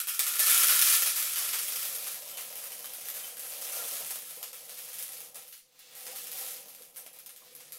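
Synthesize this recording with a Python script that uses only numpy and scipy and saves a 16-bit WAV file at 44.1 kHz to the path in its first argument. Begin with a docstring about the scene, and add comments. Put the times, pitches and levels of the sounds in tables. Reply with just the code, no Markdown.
"""A stream of small gravel pours from a tub into a tall plastic container on a table in a small, bare room.
Each stone clicks as it lands. The first ones bounce and ring the bare plastic base; the growing heap
muffles it and lowers its pitch, leaving stone-on-stone clicks over the hollow notes of tub and container.
Gravel rustles in the tub, and stray stones ping and knock on the walls. The stream falters as it jams
at the lip, and the last stones drop in small clumps."""
import sys
import numpy as np
from scipy import signal
from scipy.io import wavfile
from scipy.ndimage import uniform_filter1d

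SR = 44100
rng = np.random.default_rng(int(sys.argv[2]) if len(sys.argv) > 2 else 0)


def dump(signal):
    """Clip the signal to [-1, 1] and save it as 16-bit WAV at the path in sys.argv[1]."""
    limited = np.clip(np.atleast_2d(signal).T, -1, 1)
    pcm = np.round(limited * 32767).astype(np.int16)
    wavfile.write(sys.argv[1], SR, pcm)


N = 343098
TIME = np.arange(N) / SR

# The pour as the tub is tipped and righted. Each row: time in seconds, stone-on-stone level in dB.
POUR_LEVEL = [(0, -52), (0.38, -49.5), (0.41, -40.5), (0.87, -39), (1.0, -42), (1.3, -42.5), (1.85, -39.5),
              (2.12, -39), (2.23, -44), (3.5, -41.5), (3.8, -36), (4.12, -37.5), (4.24, -44), (4.64, -48),
              (4.8, -43), (5.2, -44.5), (5.3, -51.5), (5.58, -53), (5.61, -73.5), (5.76, -72.5),
              (5.89, -59.5), (6.03, -44.5), (6.52, -40.5), (6.64, -52.5), (7.15, -57), (7.78, -55.5)]
# The plastic base before the heap loads it. 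Each row: mode frequency in Hz, width in Hz, level in dB.
BASE_MODES = [(1160, 65, -2), (1277, 18, 7), (1322, 35, 5), (1373, 33, 9), (1423, 61, 4.5), (1757, 23, 6.5),
              (2210, 90, 0), (2413, 35, 5.5), (2540, 27, 4.5), (2950, 28, -2), (3190, 40, 2.5),
              (3337, 22, 10), (3850, 37, 2.5), (5280, 130, 3)]
# The container's walls. Each row: mode frequency in Hz, width in Hz, level in dB.
WALL_MODES = [(464, 24, -2), (568, 22, 5.5), (637, 31.3, -0.5), (694, 15, -4), (737, 24, -3), (949, 42, -6),
              (1042, 61, -7.5)]

USUAL_POUR_DB = -40
LOADING_S = (1.6, 3.8)  # over this span the heap flattens the base's pitch and damps the wall pings


def gain_of(db):
    """Decibels to amplitude."""
    return 10 ** (np.asarray(db) / 20)


def unit_energy(x):
    """Scales a response to an energy of one."""
    return x / np.linalg.norm(x)


def at_frequency(rows, hz):
    """Reads a spectrum table on a log-frequency axis."""
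    row_hz, values = np.transpose(rows)
    return np.interp(np.log(hz + 1), np.log(row_hz + 1), values)


def at_time(rows, s):
    """Reads a time table at s seconds."""
    return np.interp(s, *np.transpose(rows))


def add(mix, s, sound):
    """Mixes a sound in at s seconds."""
    part = mix[max(round(s * SR), 0):][:len(sound)]
    part += sound[:len(part)]


def through(x, response):
    """Plays x through an impulse response."""
    return signal.oaconvolve(x, response)[:len(x)]


def smoothed(x, over_s, passes=1):
    """A moving average, applied once or more."""
    for _ in range(passes):
        x = uniform_filter1d(x, int(over_s * SR) + 1)
    return x


def steadied(x, over_s, passes=2, floor=1e-9):
    """Holds the mean power near one, leaving quicker flicker as it is."""
    return x / np.sqrt(abs(smoothed(x ** 2, over_s, passes)) + floor)


def sharpest_response(spectrum, size=1024):
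    """The minimum-phase impulse response with the given colour."""
    hz = abs(np.fft.fftfreq(size, 1 / SR))
    log_gain = np.log(gain_of(at_frequency(spectrum, hz)))
    response = np.fft.ifft(np.exp(np.conj(signal.hilbert(log_gain)))).real
    return unit_energy(response[:size // 2])


def ringing(modes, size=4096):
    """A struck body's decaying modes; the sign of each depends on where the blow lands."""
    t = np.arange(size) / SR
    ring = np.zeros(size)
    for hz, width_hz, db in modes:
        envelope = gain_of(db) * width_hz * np.exp(-np.pi * width_hz * t)
        ring += rng.choice([-1, 1]) * envelope * np.cos(2 * np.pi * hz * t)
    return unit_energy(ring)


def sustained_ring(blows, modes, rooms, steady_s, places=4):
    """A body kept ringing at an even level by blows that land in a few places."""
    place = rng.integers(0, places, N)
    rings = (through(blows * (place == k), signal.fftconvolve(ringing(modes), space))
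             for k, space in enumerate(rooms[:places]))
    return steadied(sum(rings), steady_s)


def hush(level_db=-82):
    """The microphone's own faint, steady noise."""
    # A dark noise colour. Each row: frequency in Hz, relative density in dB.
    colour = [(25, 11), (65, -4), (140, 5.5), (500, -3), (1200, -3), (5000, -21), (16000, -42)]
    return gain_of(level_db) * through(rng.standard_normal(N), sharpest_response(colour, size=4096))


def room(tail_db=2.0, build_s=0.0023, wander_s=.0004, size=17640):
    """Direct sound, a few hard reflections, then a dense tail whose bands die at their own speeds."""
    # The room's decay. Each row: frequency in Hz, seconds to fall by 60 dB.
    decay_times = [(150, 0.38), (600, 0.14), (2000, 0.3), (6000, 0.44), (12000, 0.27), (16000, 0.21)]
    # Early reflections from table and walls. Each row: delay in seconds, level in dB.
    reflections = [(.0013, -11.5), (.0064, -7), (.0075, -19), (0.0115, -8), (0.013, -11), (0.0144, -9.5)]
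    hz, t, bands = signal.stft(rng.standard_normal(size), SR, nperseg=256)
    decay = gain_of(-60 * t / at_frequency(decay_times, hz)[:, None])
    tail = signal.istft(bands * decay, SR, nperseg=256)[1][:size]
    fade_in = 1 - np.exp(-(np.arange(size) / SR / build_s) ** 2)
    response = gain_of(tail_db) * unit_energy(tail * fade_in)
    response[0] += 1
    for delay_s, db in reflections:
        shift_s = wander_s * (2 * rng.random() - 1)  # paths shift with the landing place
        add(response, delay_s + shift_s, [gain_of(db)])
    return response


def lumps_db(swing_db, lump_s):
    """Gravel leaves the tub in lumps: a slow random swing in level."""
    lumps = smoothed(rng.standard_normal(N), lump_s, passes=2)
    return swing_db * lumps / lumps.std()


def jams_db(depth_db=-12):
    """The level dips as gravel jams at the lip of the tub, and snaps back as it gives way."""
    # Each row: moment of release in seconds, choking time in seconds.
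    jams = [(.07, 0.047), (.192, 0.014), (1.145, 0.034), (3.375, 0.056), (4.425, .012), (4.53, 0.023),
            (5.345, 0.048), (6.943, 0.034), (7.13, 0.025), (7.26, 0.02), (7.362, .015), (7.55, .012),
            (7.72, 0.0054)]
    return depth_db * sum((TIME < s) * np.exp(-((s - TIME) / choke_s) ** 2) for s, choke_s in jams)


def bare_share(s, cover_from_s=.85, covered_s=2.3):
    """Share of the plastic base that the heap has not yet covered."""
    return np.interp(s, [cover_from_s, covered_s], [1, 0])


def base_ring_db(s, bare_db=-15, covered_db=-22, scatter_db_per_db=0.13):
    """The base's ring against the click: muffled by the heap, though a strong pour scatters stones on it."""
    under_heap_db = covered_db + scatter_db_per_db * (at_time(POUR_LEVEL, s) - USUAL_POUR_DB)
    return under_heap_db + bare_share(s) ** 2 * (bare_db - under_heap_db)


def base_pitch(s, sag=.036):
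    """Pitch of the base under the heap's weight, as a share of its unloaded pitch."""
    return 1 - sag * np.interp(s, LOADING_S, [0, 1])


def body_gains():
    """How strongly the table, the tub and the container's walls sound over time."""
    # Each row: time in seconds, then the levels of table, tub and walls in dB.
    body_levels = [(0.0, -75, -66, -79), (0.13, -90, -80, -85), (0.2, -71, -66, -67), (0.26, -80, -74, -73),
                   (0.45, -69.5, -65, -63), (1.02, -72, -66, -59), (1.25, -70, -83, -66),
                   (1.45, -70, -66, -63), (2.1, -69.5, -62, -58), (2.14, -71.5, -68.5, -60.5),
                   (3.51, -71, -65.5, -62), (3.79, -70, -58, -54), (4.12, -67.5, -69, -57),
                   (4.27, -72, -72, -68), (4.44, -78, -71, -60), (4.48, -75, -65, -66),
                   (5.29, -70.5, -66, -68.5), (5.329, -80, -75, -76), (5.36, -71, -63, -61.5),
                   (5.62, -90, -83, -92), (5.87, -77, -73, -80), (5.93, -75, -62, -68),
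                   (6.03, -76, -67, -66), (6.08, -68, -60, -66), (6.22, -70, -63, -69),
                   (6.44, -70, -60.5, -62), (6.72, -72, -70.5, -73), (6.93, -79, -70, -75),
                   (6.99, -80, -71, -67), (7.09, -75, -71, -70.5), (7.39, -80, -74.5, -74.5),
                   (7.52, -72, -67, -76), (7.7, -73, -66, -73.5), (7.78, -77, -69, -79)]
    s, *levels = np.transpose(body_levels)
    return [gain_of(np.interp(TIME, s, db)) for db in levels]


def knocks(rooms, size=8192):
    """A stone or the tub taps the plastic walls or rim, giving one short note."""
    # Each row: start in seconds, pitch in Hz, level in dB, seconds to fall by 60 dB.
    taps = [(1.36, 2950, -32, 0.1), (1.68, 3304, -34, 0.12), (2.335, 3040, -41, 0.098),
            (2.72, 3030, -46, 0.07), (2.79, 3050, -45, .08), (2.843, 3083, -44, 0.065),
            (3.235, 3050, -42, 0.07), (3.73, 1390, -43, 0.071), (3.79, 1380, -41, 0.11),
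            (4.372, 499.6, -43.5, 0.08), (6.067, 510, -47.5, .12), (6.125, 776, -47, .09),
            (6.26, 515, -47, .14), (6.41, 789, -44, 0.12), (6.55, 507, -47, .1), (6.805, 496, -48, 0.13),
            (7.063, 643, -42, 0.016), (7.42, 1120, -47, 0.014), (7.51, 506, -51.5, 0.16)]
    out, t = np.zeros(N), np.arange(size) / SR
    for k, (s, hz, db, t60) in enumerate(taps):
        note = gain_of(db - 60 * t / t60) * np.sin(2 * np.pi * hz * t)
        add(out, s, signal.fftconvolve(note, unit_energy(rooms[k % len(rooms)])))
    return out


def ricochets(rooms, per_s=22, over_pour_db=11, filled_db=-8, spread_db=3.0, detune=0.023):
    """Stones jump off the heap and ping the wall; each spot rings its own way, softer as the heap rises."""
    # The upper walls. Each row: mode frequency in Hz, width in Hz, level in dB.
    ping_modes = [(1710, 37, -5), (3040, 28, -2), (4100, 53, -2), (4940, 69, -12)]
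    damping_db = np.interp(TIME, LOADING_S, [0, filled_db])
    variation_db = spread_db * np.clip(rng.standard_normal(N), -2, 2)
    force_db = at_time(POUR_LEVEL, TIME) + over_pour_db + damping_db + variation_db
    force = (rng.random(N) < per_s / SR) * gain_of(force_db)
    place, out = rng.integers(0, len(rooms), N), np.zeros(N)
    for k, space in enumerate(rooms):
        spot = [(hz * (1 + detune * rng.standard_normal()), width, db + spread_db * rng.standard_normal())
                for hz, width, db in ping_modes]
        out += through(force * (place == k), unit_energy(signal.fftconvolve(ringing(spot), space)))
    return out


def tub(rooms, hollow_db=1.0, rustle_db=5.5, grains_per_s=5000):
    """Gravel sliding in the tub rustles dully and keeps its hollow note sounding; at times it slumps."""
    # The colour of sliding gravel. Each row: frequency in Hz, relative density in dB.
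    rustle_colour = [(200, -42), (800, -8), (1300, -6.5), (2300, -2.5), (4300, 0), (7000, -5.5),
                     (12000, -9.5), (16000, -5)]
    # Gravel shifts without falling. Each row: peak time in seconds, level in dB, rise and fall in seconds.
    slumps = [(5.526, -45.5, .001, 0.014), (5.80, -55.5, 0.047, 0.28), (7.135, -59, .002, 0.077),
              (7.45, -61, 0.024, 0.11)]
    hollow_mode = [(501, 16, 0)]  # frequency in Hz, width in Hz, level in dB
    _, sliding, _ = body_gains()
    grains = steadied((rng.random(N) < grains_per_s / SR) * rng.standard_normal(N), over_s=.02)
    slumping = sum(gain_of(db) * np.exp(-abs(TIME - s) / np.where(TIME < s, rise_s, fall_s))
                   for s, db, rise_s, fall_s in slumps)
    grain_response = unit_energy(signal.fftconvolve(sharpest_response(rustle_colour), rooms[-1]))
    rustle = through(grains * (gain_of(rustle_db) * sliding + slumping), grain_response)
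    surges = gain_of(lumps_db(swing_db=2.0, lump_s=0.037))
    hollow = sustained_ring(grains * surges, hollow_mode, rooms, steady_s=0.34)
    return rustle * gain_of(jams_db()) + gain_of(hollow_db) * sliding * hollow


def container(blows, rooms, table_db=-1.0, walls_db=1.0):
    """The falling stones shake the walls, the air above the heap and the table beneath."""
    # The table's low ring. Each row: mode frequency in Hz, width in Hz, level in dB.
    table_modes = [(141.2, 10, 3), (191, 23, -2), (217, 34, -4), (273, 29, -0.5), (368, 17, 2.5)]
    # The air column against the walls as the container fills. Each row: time in seconds, level in dB.
    column_balance = [(0, -8), (4.5, -2.5), (6.1, 2.5), (7.5, -3)]
    column_mode = [(778, 76, 0)]  # frequency in Hz, width in Hz, level in dB
    table_gain, _, wall_gain = body_gains()
    table = gain_of(table_db) * sustained_ring(blows, table_modes, rooms, steady_s=0.25)
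    walls = gain_of(walls_db) * sustained_ring(blows, WALL_MODES, rooms, steady_s=0.28)
    column = sustained_ring(blows, column_mode, rooms, steady_s=0.2)
    column *= gain_of(at_time(column_balance, TIME))
    surges = gain_of(lumps_db(swing_db=2.0, lump_s=0.031))
    return table_gain * table + wall_gain * (walls + column) * surges


def stone_clicks(chatter_s=0.00044, chatter_db=-9, soft_tilt=0.0, hard_tilt=0.47, count=96, size=256):
    """Clicks from soft to hard: a harder blow is a shorter, brighter contact (tilts in dB per octave)."""
    # The colour of a stone's click. Each row: frequency in Hz, relative density in dB.
    click_colour = [(100, -49), (400, -25), (800, -18.5), (1100, -12), (1700, -10), (3000, -7.5),
                    (4600, -7.5), (6500, -7), (7700, -6), (9300, -2.5), (11800, 0.5), (13000, -0.5),
                    (14200, -4.5), (15800, -7.5)]
    t = np.arange(size) / SR
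    contacts = gain_of(chatter_db) * rng.standard_normal((count, size)) * np.exp(-t / chatter_s)
    contacts[:, 0] = 1  # the hit itself, ahead of each stone's own chatter
    colours = [sharpest_response([(hz, db + tilt * np.log2(hz)) for hz, db in click_colour])
               for tilt in np.linspace(soft_tilt, hard_tilt, count)]
    return np.array([unit_energy(through(contact, colour)) for contact, colour in zip(contacts, colours)])


def rocking_stone(contacts_per_s=4000, decay_s=0.002, size=480):
    """A large stone lands on an edge and rocks to rest: a few contacts within milliseconds."""
    contacts = (rng.random(size) < contacts_per_s / SR) * rng.choice([-1., 1.], size)
    contacts[0] = 1
    return unit_energy(contacts * np.exp(-np.arange(size) / SR / decay_s))


def clumps(rooms, follow_per_s=800, spread_db=3.0, base_db=4.5, walls_db=-30, lead_ring_db=-5, size=12288):
    """A clump breaks loose: a large stone cracks down, then smaller ones scatter and quickly settle."""
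    # Each row: start in seconds, lead stone's level in dB, followers' level in dB,
    # settling time in seconds, brightness in dB per octave.
    drops = [(.002, -7, -31, .008, 0.5), (.0718, -10, -37, .02, 0), (.086, -7.5, -32.5, .04, 0),
             (.1932, 1, -32, .028, -0.7), (.2663, -6.5, -27, 0.027, 0.3), (.3535, -15, -43, .01, 0),
             (.3939, 1, -25, 0.037, -0.5), (.4967, 0, -24.5, 0.12, 1), (.6343, -1, -39, .024, -1.5),
             (.685, -10, -19, 0.037, 0), (.8152, 1, -42, .022, -1), (.925, -2, -23.5, .034, 1.5),
             (1.06, -10, -23.5, 0.037, 1), (1.16, -11, -30.5, 0.1, 0.5), (1.3595, -9.5, -31.5, 0.11, -1.8),
             (1.53, -16, -27, 0.018, -2), (1.95, -22, -36, 0.029, 4), (2.07, -17, -42, .04, -2),
             (2.29, -27, -40, 0.037, 0.5), (2.372, -20, -34.5, 0.034, -1.5), (2.41, -21, -47, .012, .3),
             (2.57, -31, -41, 0.069, -0.7), (2.6358, -22, -39.5, 0.04, 0), (2.72, -17, -46, .02, .5),
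             (2.8439, -17, -55, .022, -1.3), (2.936, -14.5, -42, .015, 2), (3.075, -23, -42, 0.019, 1),
             (3.0859, -12, -49, .041, -1.2), (3.14, -26, -38.5, 0.17, 0.2), (3.37, -19, -48, .02, -1),
             (3.395, -14.5, -42, .019, 2), (3.639, -29, -52, .035, .8), (3.72, -18, -35.5, .09, 1),
             (3.95, -23, -40, 0.031, 5), (4.11, -16, -41, .04, 5), (4.2925, -27, -46.5, 0.12, 0),
             (4.4285, -12.5, -44, .028, -1), (4.5306, -20, -42.5, 0.024, -0.5),
             (4.694, -24, -39.5, 0.024, -0.7), (4.775, -27, -42, 0.038, -1), (4.9536, -27, -48, .016, .8),
             (4.9857, -14.5, -37, .04, 3), (5.026, -11, -48, .026, 3.5), (5.121, -18, -52, .02, 1),
             (5.3455, -22, -46.5, 0.038, 1), (5.356, -20, -42.5, 0.037, 0.5), (5.48, -26, -52, .05, 6),
             (5.7918, -28.5, -54, .025, 1), (5.952, -27, -44, .08, .8), (6.067, -17.5, -44, 0.058, -2.5),
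             (6.16, -20, -37, .037, 1), (6.3707, -22, -36.5, .07, 2.5), (6.684, -25, -48, .035, 0.5),
             (6.749, -24, -57, .017, .8), (6.785, -29, -54, 0.017, -2), (6.8216, -25, -55, .022, -0.3),
             (6.944, -38, -52, .03, 3), (6.9612, -21, -53, .02, 3), (6.9678, -20, -39.5, .03, 1.5),
             (7.0637, -20, -54, .013, -0.5), (7.131, -27, -51, .03, 3), (7.188, -22, -54, .02, .3),
             (7.2614, -20, -59, .016, 1), (7.293, -23, -53, 0.021, 0), (7.3622, -24.5, -52, .022, -0.3),
             (7.5505, -21.5, -52, .025, 2), (7.603, -29, -50, 0.043, -1), (7.7214, -18.5, -44.5, .09, 2)]
    places, t = np.zeros((len(rooms), N)), np.arange(size) / SR
    for k, (s, lead_db, follow_db, settle_s, tilt) in enumerate(drops):
        stones = stone_clicks(chatter_db=-13, soft_tilt=tilt, hard_tilt=tilt, count=4)
        struck = rng.random(size) < follow_per_s / SR
        followers = struck * gain_of(spread_db * rng.standard_normal(size)) * rng.choice([-1, 1], size)
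        followers = steadied(followers, over_s=0.017, passes=1, floor=1e-6)
        followers *= gain_of(follow_db) * np.exp(-t / settle_s) / np.linalg.norm(rooms[0])
        lead = gain_of(lead_db) * rocking_stone()
        lead = np.pad(lead, (0, size - len(lead)))
        loaded_modes = [(hz * base_pitch(s), width, db) for hz, width, db in BASE_MODES]
        plastic = gain_of(base_db + base_ring_db(s)) * ringing(loaded_modes)
        plastic += gain_of(walls_db) * ringing(WALL_MODES)
        add(places[k % len(rooms)], s, through(followers + gain_of(lead_ring_db) * lead, plastic))
        blows = followers + lead
        stone, place = rng.integers(0, len(stones), size), rng.integers(0, len(rooms), size)
        for hit in np.flatnonzero(blows):
            add(places[place[hit]], s + t[hit], blows[hit] * stones[stone[hit]])
    return sum(through(x, space) for x, space in zip(places, rooms))


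def impacts(usual_per_s=950, tenfold_db=29.5, bare_bounces=.9, spread_db=4.0, bunch_db=3.5):
    """Random blows, many light and a few heavy; a stronger pour and bounces on bare plastic bring more."""
    per_s = usual_per_s * 10 ** ((at_time(POUR_LEVEL, TIME) - USUAL_POUR_DB) / tenfold_db)
    per_s *= 1 + bare_bounces * bare_share(TIME)
    struck = rng.random(N) < per_s / SR
    bunches = smoothed(rng.standard_normal(N), over_s=0.0087)  # heavy blows come in bunches
    force_db = spread_db * np.minimum(rng.exponential(1, N), 3.5) + bunch_db * bunches / bunches.std()
    blows = struck * gain_of(force_db) * rng.choice([-1, 1], N)
    return steadied(blows, over_s=.045, passes=1, floor=1e-6)


def gravel_stream(blows, stones, rooms, clicks_db=-0.05, bare_boost_db=16):
    """Each blow clicks one stone and rings the base: loud on bare plastic, muffled on the heap."""
    pour_db = at_time(POUR_LEVEL, TIME) + lumps_db(swing_db=1.37, lump_s=0.034)
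    force = blows * gain_of(pour_db + bare_boost_db * bare_share(TIME) + jams_db())
    base_force = force * gain_of(base_ring_db(TIME))
    base_clock = np.cumsum(base_pitch(TIME))  # a loaded base swings more slowly
    ranked = np.sort(abs(blows[blows != 0]))
    place, out = rng.integers(0, len(rooms), N), np.zeros(N)
    for k, space in enumerate(rooms):  # every landing place has its own paths through the room
        hits = np.flatnonzero(blows * (place == k))
        hardness = np.searchsorted(ranked, abs(blows[hits])) * len(stones) // len(ranked)
        click_samples = hits[:, None] + np.arange(stones.shape[1])
        clicks = np.bincount(click_samples.ravel(), (force[hits, None] * stones[hardness]).ravel(), N)[:N]
        base_hits = np.bincount(base_clock[hits].astype(int), base_force[hits], N)[:N]
        unloaded_ring = through(base_hits, ringing(BASE_MODES))
        ring = np.interp(base_clock, np.arange(N), unloaded_ring)
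        out += through(gain_of(clicks_db) * clicks + ring, unit_energy(space))
    return out


def scene(landing_places=8):
    """Stream, container, tub, clumps, ricochets and knocks share one room, the same in both channels."""
    stones = stone_clicks()
    rooms = [room() for _ in range(landing_places)]
    blows = impacts()
    mono = gravel_stream(blows, stones, rooms) + container(blows, rooms) + tub(rooms)
    mono += clumps(rooms) + ricochets(rooms) + knocks(rooms)
    return np.array([mono, mono])


def record(dry, low_cut_hz=120, high_cut_hz=15800):
    """Rolls off the bass, adds the hush and trims the highest treble."""
    low_cut = signal.butter(4, low_cut_hz, "highpass", fs=SR, output="sos")
    high_cut = signal.firwin(511, high_cut_hz, window=("kaiser", 9), fs=SR)
    return signal.oaconvolve(signal.sosfilt(low_cut, dry) + hush(), high_cut[None], "same")


dry = scene()
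out = record(dry)
dump(out)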